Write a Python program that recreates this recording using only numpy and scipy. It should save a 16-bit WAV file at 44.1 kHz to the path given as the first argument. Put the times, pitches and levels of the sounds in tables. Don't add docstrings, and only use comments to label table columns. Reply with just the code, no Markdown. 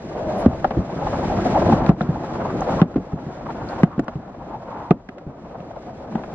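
import sys
import numpy as np
from scipy import signal
from scipy.fft import rfft, irfft, next_fast_len
from scipy.io import wavfile
from scipy.ndimage import map_coordinates

SR = 44100
rng = np.random.default_rng(int(sys.argv[2]) if len(sys.argv) > 2 else 0)


def wrap_up_sound(samples):
    columns = np.atleast_2d(samples).T
    tamed = np.clip(columns, -1, 1)
    steps = np.round(tamed * 32767).astype(np.int16)
    wavfile.write(sys.argv[1], SR, steps)


N = 279884

# (frequency [Hz], bandwidth [Hz], relative level [dB])
SHELL_MODES = [(138, 199, 1.5), (220, 164, -9), (314, 133, -1.5)]
WHEEL_MODES = [(517.6, 258, 1.5), (665, 96, 1), (783, 275, -3.5), (910, 465, -8.5), (1260, 210, -12),
               (1580, 190, -23)]
CHASSIS_MODES = [(148, 16, -12.5), (240, 37, 9), (384, 110, 5.5), (562, 200, 5), (680, 200, 9),
                 (1008, 390, -2.5), (1370, 140, -8), (1570, 170, -19), (2250, 500, -25)]
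# (time [s], pitch [ratio])
WHIRR_GLIDE = [(0, 0.88), (.45, 0.99), (1, 1), (1.799, 1.074), (2.45, 1.03), (3.1, 1.02), (3.7, 1.12),
               (4.801, 1.026), (5.3, 1), (6.35, 0.95)]
# (time [s], level [dB])
PACE = [(0, 0.5), (.27, 2), (.55, 4), (.9, 1), (1.3, 2.5), (1.68, 4.5), (1.86, 1.4), (2.1, 1),
        (2.75, -0.23), (3.15, -4), (3.75, -5), (4.35, -8.5), (5.1, -14.5), (5.75, -14), (6.15, -11),
        (6.35, -10.5)]
# (time [s], half-width [s], whirr gain [dB], hiss gain [dB])
ROUGH_PATCHES = [(0.188, 0.023, 6.5, 3), (0.406, 0.18, 1.5, 1), (1.12, 0.17, 1.5, 3.5),
                 (1.47, .1, -1.5, -0.5), (1.8, 0.06, 1.5, -8), (1.88, 0.029, 3, -1),
                 (2.446, 0.058, 5, -2.5), (2.68, 0.047, 3.5, 1), (3.252, 0.078, 1, 3), (3.497, 0.027, 7, 4),
                 (3.706, 0.13, 4.5, 2), (4.27, 0.043, 8, -1.5), (4.469, 0.069, 5.5, 2), (4.76, 0.068, 8, 1),
                 (5.35, 0.13, 2.5, -2), (5.557, 0.014, 8.5, -6), (5.967, 0.096, 2, 0.5)]
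# (time [s], half-width [s], gain [dB])
HOPS = [(1.962, 0.025, -8.5), (3.968, 0.0076, 3)]
# (time [s], thump level [dB], thump frequency [Hz], shudder re thump [dB], hardness [dB])
SLAMS = [(0.4601, 12.5, 226.5, -8.5, -13.5), (1.8919, 13.5, 172, -7.5, -32), (2.8164, 14.5, 170, -13, -5.5),
         (3.8333, 14.5, 170.3, -21, -20), (4.9075, 6, 167.5, -8.5, 10), (6.152, -11.5, 197, -27, 2)]
# (time [s], thump level [dB], thump frequency [Hz], shudder re thump [dB])
BOUNCES = [(0.462, 3.5, 80.4, -17), (0.476, -15, 126, -4), (.767, -5, 248, 1.5), (0.772, -11, 73, 10.5),
           (0.779, -3.5, 208, -3), (1.732, -3, 178, -17), (2.009, -5, 192, -1.5), (2.088, -0.5, 152, -9),
           (2.1, -8.5, 127, -5), (2.958, 5.5, 277, -7.5), (2.978, -2, 266, -3.5), (3.131, -7.5, 160, 0),
           (3.264, -8.5, 148, -3.5), (3.978, 0, 178, -15), (3.992, 7, 255, -14.5), (4.154, -7.5, 147, -2.5),
           (4.911, 4.5, 376, -15), (5.264, -23, 177, 3.5)]
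# (time [s], tick level [dB], clack re tick [dB], ring frequency [Hz], ring level [dB])
SHARP_CLACKS = [(.644, -23.5, 28, 1332, 2), (.647, -26.5, 21, 755, 4), (.707, -22, 18, 905, -23),
                (.716, -31.5, -4, 2209, -21), (1.863, -24, 5, 3770, -29), (2.008, -19, 15.5, 1412, -7),
                (2.016, -40, 3, 3630, -18), (2.942, -30, 8, 1390, -20), (2.963, -23, 11, 2950, -42),
                (3.833, -16, -3, 1440, -7.5), (3.993, -8.5, -3, 2400, -23), (4.081, -19.5, 12, 1050, -7),
                (4.909, -31, -0.5, 2550, -13), (4.912, -32, 2, 1200, -7), (5.088, -27, 4, 1680, -21.5),
                (5.182, -34, 8, 2424, -49.5), (5.602, -40, 11, 2507, -46), (6.155, -33, 9.5, 750, -18),
                (6.236, -38.5, 14, 2420, -34.5)]
# (time [s], half-width [s], frequency [Hz], level [dB])
RINGING_SWELLS = [(0.341, 0.45, 618, -20.5), (.397, 0.036, 10150, -57), (0.551, .007, 700, -20.5),
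                  (1.024, 0.014, 715, -20), (1.072, 0.0073, 723, -12), (1.237, 0.029, 797, -23.5),
                  (1.302, 0.0095, 795, -20), (1.323, 0.032, 750, -23), (1.463, 0.014, 697, -17.5),
                  (1.559, 0.026, 784, -16.5), (1.623, 0.009, 615, -17), (1.666, 0.007, 586, -16),
                  (1.728, 0.01, 818, -13.5), (1.81, 0.041, 714, -24.5), (2.161, 0.0085, 814, -17),
                  (2.248, 0.011, 800, -26.5), (2.356, 0.0042, 650, -26.5), (2.421, .008, 1170, -27),
                  (2.456, 0.011, 910, -20.5), (2.504, 0.029, 1210, -31.5), (2.621, .006, 810, -17),
                  (2.693, 0.007, 794, -20.5), (2.8, 0.015, 1010, -24.5), (3.466, 0.0095, 1050, -27.5),
                  (3.5, 0.024, 820, -23.5), (3.732, 0.0064, 780, -27), (3.79, 0.057, 915, -34.5),
                  (3.931, 0.04, 1090, -26), (4.134, 0.016, 1220, -35), (4.415, .03, 890, -32.5),
                  (4.547, 0.037, 820, -27.5), (4.719, 0.052, 854, -34), (4.8, 0.22, 883, -35),
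                  (4.8, .12, 1270, -45.5), (5.551, 0.011, 890, -38.5), (5.714, 0.0087, 675, -32.5),
                  (5.768, 0.018, 676, -31.5), (5.888, 0.038, 680, -36), (6.125, 0.0053, 814, -31.5),
                  (6.156, 0.075, 217, -29.5)]
# (time [s], frequency [Hz], bandwidth [Hz], level [dB])
GRIT = [(.645, 4400, 3000, -28), (2.607, 6070, 1200, -30.5), (2.963, 5500, 6000, -35),
        (3.688, 4360, 600, -29), (3.835, 4830, 3000, -22.5), (3.917, 4800, 2002, -48),
        (3.995, 4600, 4500, -18), (3.996, 15300, 1200, -37), (4.044, 5700, 2500, -38)]
# (frequency [Hz], relative level [dB])
HISS_SPECTRUM = [(900, -26), (1500, 11), (2000, 5.5), (3000, -3), (4000, -5.5), (5500, -10.5), (7000, -16),
                 (9000, -31.5), (12000, -35), (15000, -54.5)]
TICK_SPECTRUM = [(600, -3.5), (1350, 13), (1900, 5.5), (2600, 2), (4200, -10.5), (6500, -20), (9000, -39.5),
                 (15000, -58.5)]
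SHUDDER_SPECTRUM = [(20, -11), (60, -3), (100, -2.5), (150, 3.5), (255, 0.5), (400, -8), (700, -25.5),
                    (2000, -89), (8000, -110)]
WIND_SPECTRUM = [(12, -27), (25, -12.5), (45, -0.5), (70, -4.5), (100, -2), (160, -15.5), (400, -29.5),
                 (1500, -68.5), (8000, -110)]
# (frequency [Hz], side re mid [dB])
STEREO_WIDTH = [(40, -27), (90, -15), (170, -22.5), (330, -27), (480, -13.5), (640, -10), (850, -12.5),
                (1400, -6), (2400, 0.5), (4400, 5.5), (8000, 11.5), (15000, 14.5)]
# (frequency [Hz], left re right [dB])
STEREO_BALANCE = [(300, 0.5), (600, 1.04), (1100, 1.4), (2000, -1.7), (5000, 0.48)]


def rolling(modes, flutter_db, flutter_hz, judder_db, judder_hz):
    patches = drift(flutter_hz)
    judder = from_db(judder_db * drift(judder_hz))
    vibration = np.zeros((2, N))
    for hz, width, db in modes:
        gain = from_db(db + flutter_db * (patches + drift(flutter_hz)))
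        vibration += gain * resonate(judder * rng.standard_normal((2, N)), hz, width)
    return rms_one(stereo(muffle(vibration)))


def shell_rumble():
    rumble = rolling(SHELL_MODES, flutter_db=1.5, flutter_hz=6, judder_db=-0.3, judder_hz=120)
    return paced(-25, pace_slope=1.115, shaken_db=3.5, track_db=swells(HOPS)) * rumble


def wheel_whirr():
    coarse_db = swells((s, length, db) for s, length, db, _ in ROUGH_PATCHES)
    whirr = rolling(WHEEL_MODES, flutter_db=1.9, flutter_hz=23.6, judder_db=1.7, judder_hz=85)
    gain = paced(-27.5, pace_slope=1, shaken_db=3.5, track_db=swells(HOPS) + coarse_db)
    return gain * glide(whirr, WHIRR_GLIDE)


def tread_hiss(grain_db=0.6, flutter_db=1.74):
    sandy_db = swells((s, length, db) for s, length, _, db in ROUGH_PATCHES)
    sand = rng.standard_normal((2, N)) * from_db(grain_db * drift(300) + flutter_db * drift(17))
    hiss = rms_one(stereo(colour(sand, HISS_SPECTRUM)))
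    return paced(-42, pace_slope=1.11, track_db=swells(HOPS) + sandy_db) * hiss


def knocks(relative_width=0.58, cushion_s=0.00016, shudder_s=0.024, tick_s=0.0019, lag_s=0.0014):
    out, t = np.zeros((2, N)), np.arange(8192) / SR
    push = t * np.exp(-t / cushion_s)
    for s, thump_db, thump_hz, shudder_db, clack_db, tick_db in contacts():
        shake, chatter, crunch = rng.standard_normal((3, 2, len(t)))
        thump = resonate(push, thump_hz, relative_width * thump_hz)
        shudder = stereo(colour(shake * np.exp(-t / shudder_s), SHUDDER_SPECTRUM))
        clack = chassis_clack(chatter, t)
        tick = stereo(colour(crunch * t * np.exp(-t / tick_s), TICK_SPECTRUM))
        add(out, s, from_db(clack_db) * peak_one(clack) + from_db(tick_db) * peak_one(tick))
        add(out, s + lag_s, from_db(thump_db) * peak_one(thump) + from_db(shudder_db) * peak_one(shudder))
    return out


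def contacts():
    # (time [s], thump level [dB], thump frequency [Hz], shudder [dB], clack [dB], tick [dB])
    slams = [(s, db, hz, db + shudder, db - 11 + 0.18 * hardness, db - 34 + hardness)
             for s, db, hz, shudder, hardness in SLAMS]
    bounces = [(s, db, hz, db + shudder, db - 15, db - 34) for s, db, hz, shudder in BOUNCES]
    clacks = [(s, db + 5.5, 203, db - 6.5, db + clack, db) for s, db, clack, *_ in SHARP_CLACKS]
    return slams + bounces + clacks


def chassis_clack(chatter, t, chatter_db=-14, chatter_s=0.0086, detune=0.05, scatter_db=1.5):
    blow = signal.unit_impulse(len(t)) * [[1], [0]]
    force = muffle(blow + from_db(chatter_db) * chatter * np.exp(-t / chatter_s), cutoff_hz=3820)
    spots = rng.uniform(-1, 1, (len(CHASSIS_MODES), 2))
    return stereo(sum(from_db(db + scatter_db * share) * resonate(force, hz * (1 + detune * shift), width)
                      for (hz, width, db), (shift, share) in zip(CHASSIS_MODES, spots)))


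def ringing_swells(relative_width=0.32, steadiness=0.91):
    out, t = np.zeros((2, N)), np.arange(SR // 2) / SR
    soft_ends = signal.windows.tukey(len(t), 0.25)
    for s, half_width, hz, db in RINGING_SWELLS + slips():
        swell = np.exp(-2 * ((t - t.mean()) / half_width) ** 2) * soft_ends
        ringing = signal.hilbert(resonate(rng.standard_normal((2, len(t))), hz, relative_width * hz))
        held = ringing.real / (np.abs(ringing) + ringing.real.std() / 2) ** steadiness
        swell_rms = np.sqrt(np.mean(swell ** 2))
        add(out, s - t.mean(), from_db(db) * swell_rms * rms_one(muffle(swell * held)))
    return stereo(out)


def slips(per_s=6, half_width_s=0.0075, middle_hz=665, spread_octaves=0.15, base_db=-30, spread_db=3):
    gap, pitch, strength = rng.random((100, 3)).T
    times = np.cumsum(0.5 + gap) / per_s
    pitches = middle_hz * 2 ** (spread_octaves * (2 * pitch - 1))
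    levels = base_db + np.interp(times, *np.transpose(PACE)) + spread_db * (2 * strength - 1)
    return [(s, half_width_s, hz, db) for s, hz, db in zip(times, pitches, levels) if s < N / SR]


def clack_rings(relative_width=0.21):
    out = np.zeros((2, N))
    for s, _, _, hz, db in SHARP_CLACKS:
        add(out, s, from_db(db) * snap(hz, relative_width * hz, decay_s=0.0019))
    return muffle(out)


def grit():
    out = np.zeros((2, N))
    for s, hz, width, db in GRIT:
        add(out, s, from_db(db) * snap(hz, width, decay_s=0.0025))
    return out


def wind(gust_db=3, gust_hz=5.8):
    eddies = stereo(colour(rng.standard_normal((2, N)), WIND_SPECTRUM))
    gusts = from_db(gust_db * drift(gust_hz))
    return paced(-35, pace_slope=0.98, shaken_db=4) * rms_one(eddies * gusts)


def paced(base_db, pace_slope, shaken_db=0, track_db=0, rise_s=0.011, settle_s=0.55):
    t = np.arange(N) / SR
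    strongest_db = max(slam[1] for slam in SLAMS)
    shaking = np.zeros(N)
    for s, db, *_ in SLAMS:
        onset = np.clip((t - s) / rise_s, 0, 1)
        shaking += from_db(db - strongest_db) * onset * np.exp(-np.abs(t - s) / settle_s)
    pace_db = np.interp(t, *np.transpose(PACE))
    return from_db(base_db + pace_slope * pace_db + shaken_db * shaking + track_db)


def swells(rows):
    t = np.arange(N) / SR
    return sum(db * np.exp(-((t - s) / half_width) ** 2) for s, half_width, db in rows)


def snap(hz, width, decay_s, size=2048):
    crunch = rng.standard_normal((2, size)) * np.exp(-np.arange(size) / SR / decay_s)
    return peak_one(stereo(resonate(crunch, hz, width)))


def resonate(x, hz, width):
    r = np.exp(-np.pi * width / SR)
    section = [(1 - r * r) / 2, 0, (r * r - 1) / 2, 1, -2 * r * np.cos(2 * np.pi * hz / SR), r * r]
    return signal.sosfilt([section, section], x)


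def muffle(x, cutoff_hz=4200):
    return signal.sosfilt(signal.butter(2, cutoff_hz, fs=SR, output="sos"), x)


def glide(pair, curve):
    position = np.cumsum(np.interp(np.arange(N) / SR, *np.transpose(curve)))
    return np.array([map_coordinates(x, [position], order=3, mode="mirror") for x in pair])


def stereo(pair):
    mid, side = pair[0], colour(pair[1], STEREO_WIDTH)
    return np.array([colour(mid + side, STEREO_BALANCE, 0.5), colour(mid - side, STEREO_BALANCE, -0.5)])


def colour(x, points, share=1):
    size = 2 * next_fast_len(x.shape[-1] // 2 + 1024)
    hz, db = np.transpose(points)
    log_hz = np.log(np.fft.rfftfreq(size, 1 / SR) + 1)
    log_gain = np.interp(log_hz, np.log(hz), np.log(from_db(share * db)))
    causal_cepstrum = irfft(log_gain) * (1 + np.sign(np.fft.fftfreq(size)))
    return irfft(rfft(x, size) * np.exp(rfft(causal_cepstrum)))[..., :x.shape[-1]]


def drift(corner_hz, step=40, warm_up=2000):
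    r = np.exp(-2 * np.pi * corner_hz * step / SR)
    noise = rng.standard_normal(N // step + warm_up + 2)
    slow = signal.lfilter([1], [1, -2 * r, r * r], noise)[warm_up:]
    return np.interp(np.arange(N) / step, np.arange(len(slow)), rms_one(slow))


def add(out, s, sound):
    start = round(s * SR)
    out[:, max(start, 0):start + sound.shape[-1]] += sound[..., max(-start, 0):N - start]


def from_db(db):
    return 10 ** (np.asarray(db) / 20)


def rms_one(x):
    return x / np.sqrt(np.mean(x ** 2) + 1e-20)


def peak_one(x):
    return x / (np.abs(x).max() + 1e-20)


def gain_control(x, threshold_db, release_db_per_s, attack_s, ahead_s, start_cut_db):
    t = np.arange(N) / SR
    excess_db = np.maximum(20 * np.log10(np.abs(x).max(axis=0) + 1e-9) - threshold_db, 0)
    release_db = release_db_per_s * t
    cut_db = np.maximum.accumulate(np.maximum(excess_db + release_db, start_cut_db)) - release_db
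    r = np.exp(-1 / (attack_s * SR))
    smooth_cut_db = signal.lfilter([1 - r], [1, -r], cut_db)
    return x * from_db(-np.interp(t + ahead_s, t, smooth_cut_db))


def scene():
    wheels = shell_rumble() + wheel_whirr() + tread_hiss()
    return wheels + knocks() + clack_rings() + grit() + wind() + ringing_swells()


def record(dry, cutoff_hz=16200):
    held = gain_control(dry, threshold_db=1.14, release_db_per_s=13.5, attack_s=0.0019,
                        ahead_s=0.003, start_cut_db=11)
    clipped = held / (1 + held ** 8) ** (1 / 8)
    return signal.sosfilt(signal.cheby2(12, 70, cutoff_hz, fs=SR, output="sos"), clipped)


dry = scene()
out = record(dry)
wrap_up_sound(out)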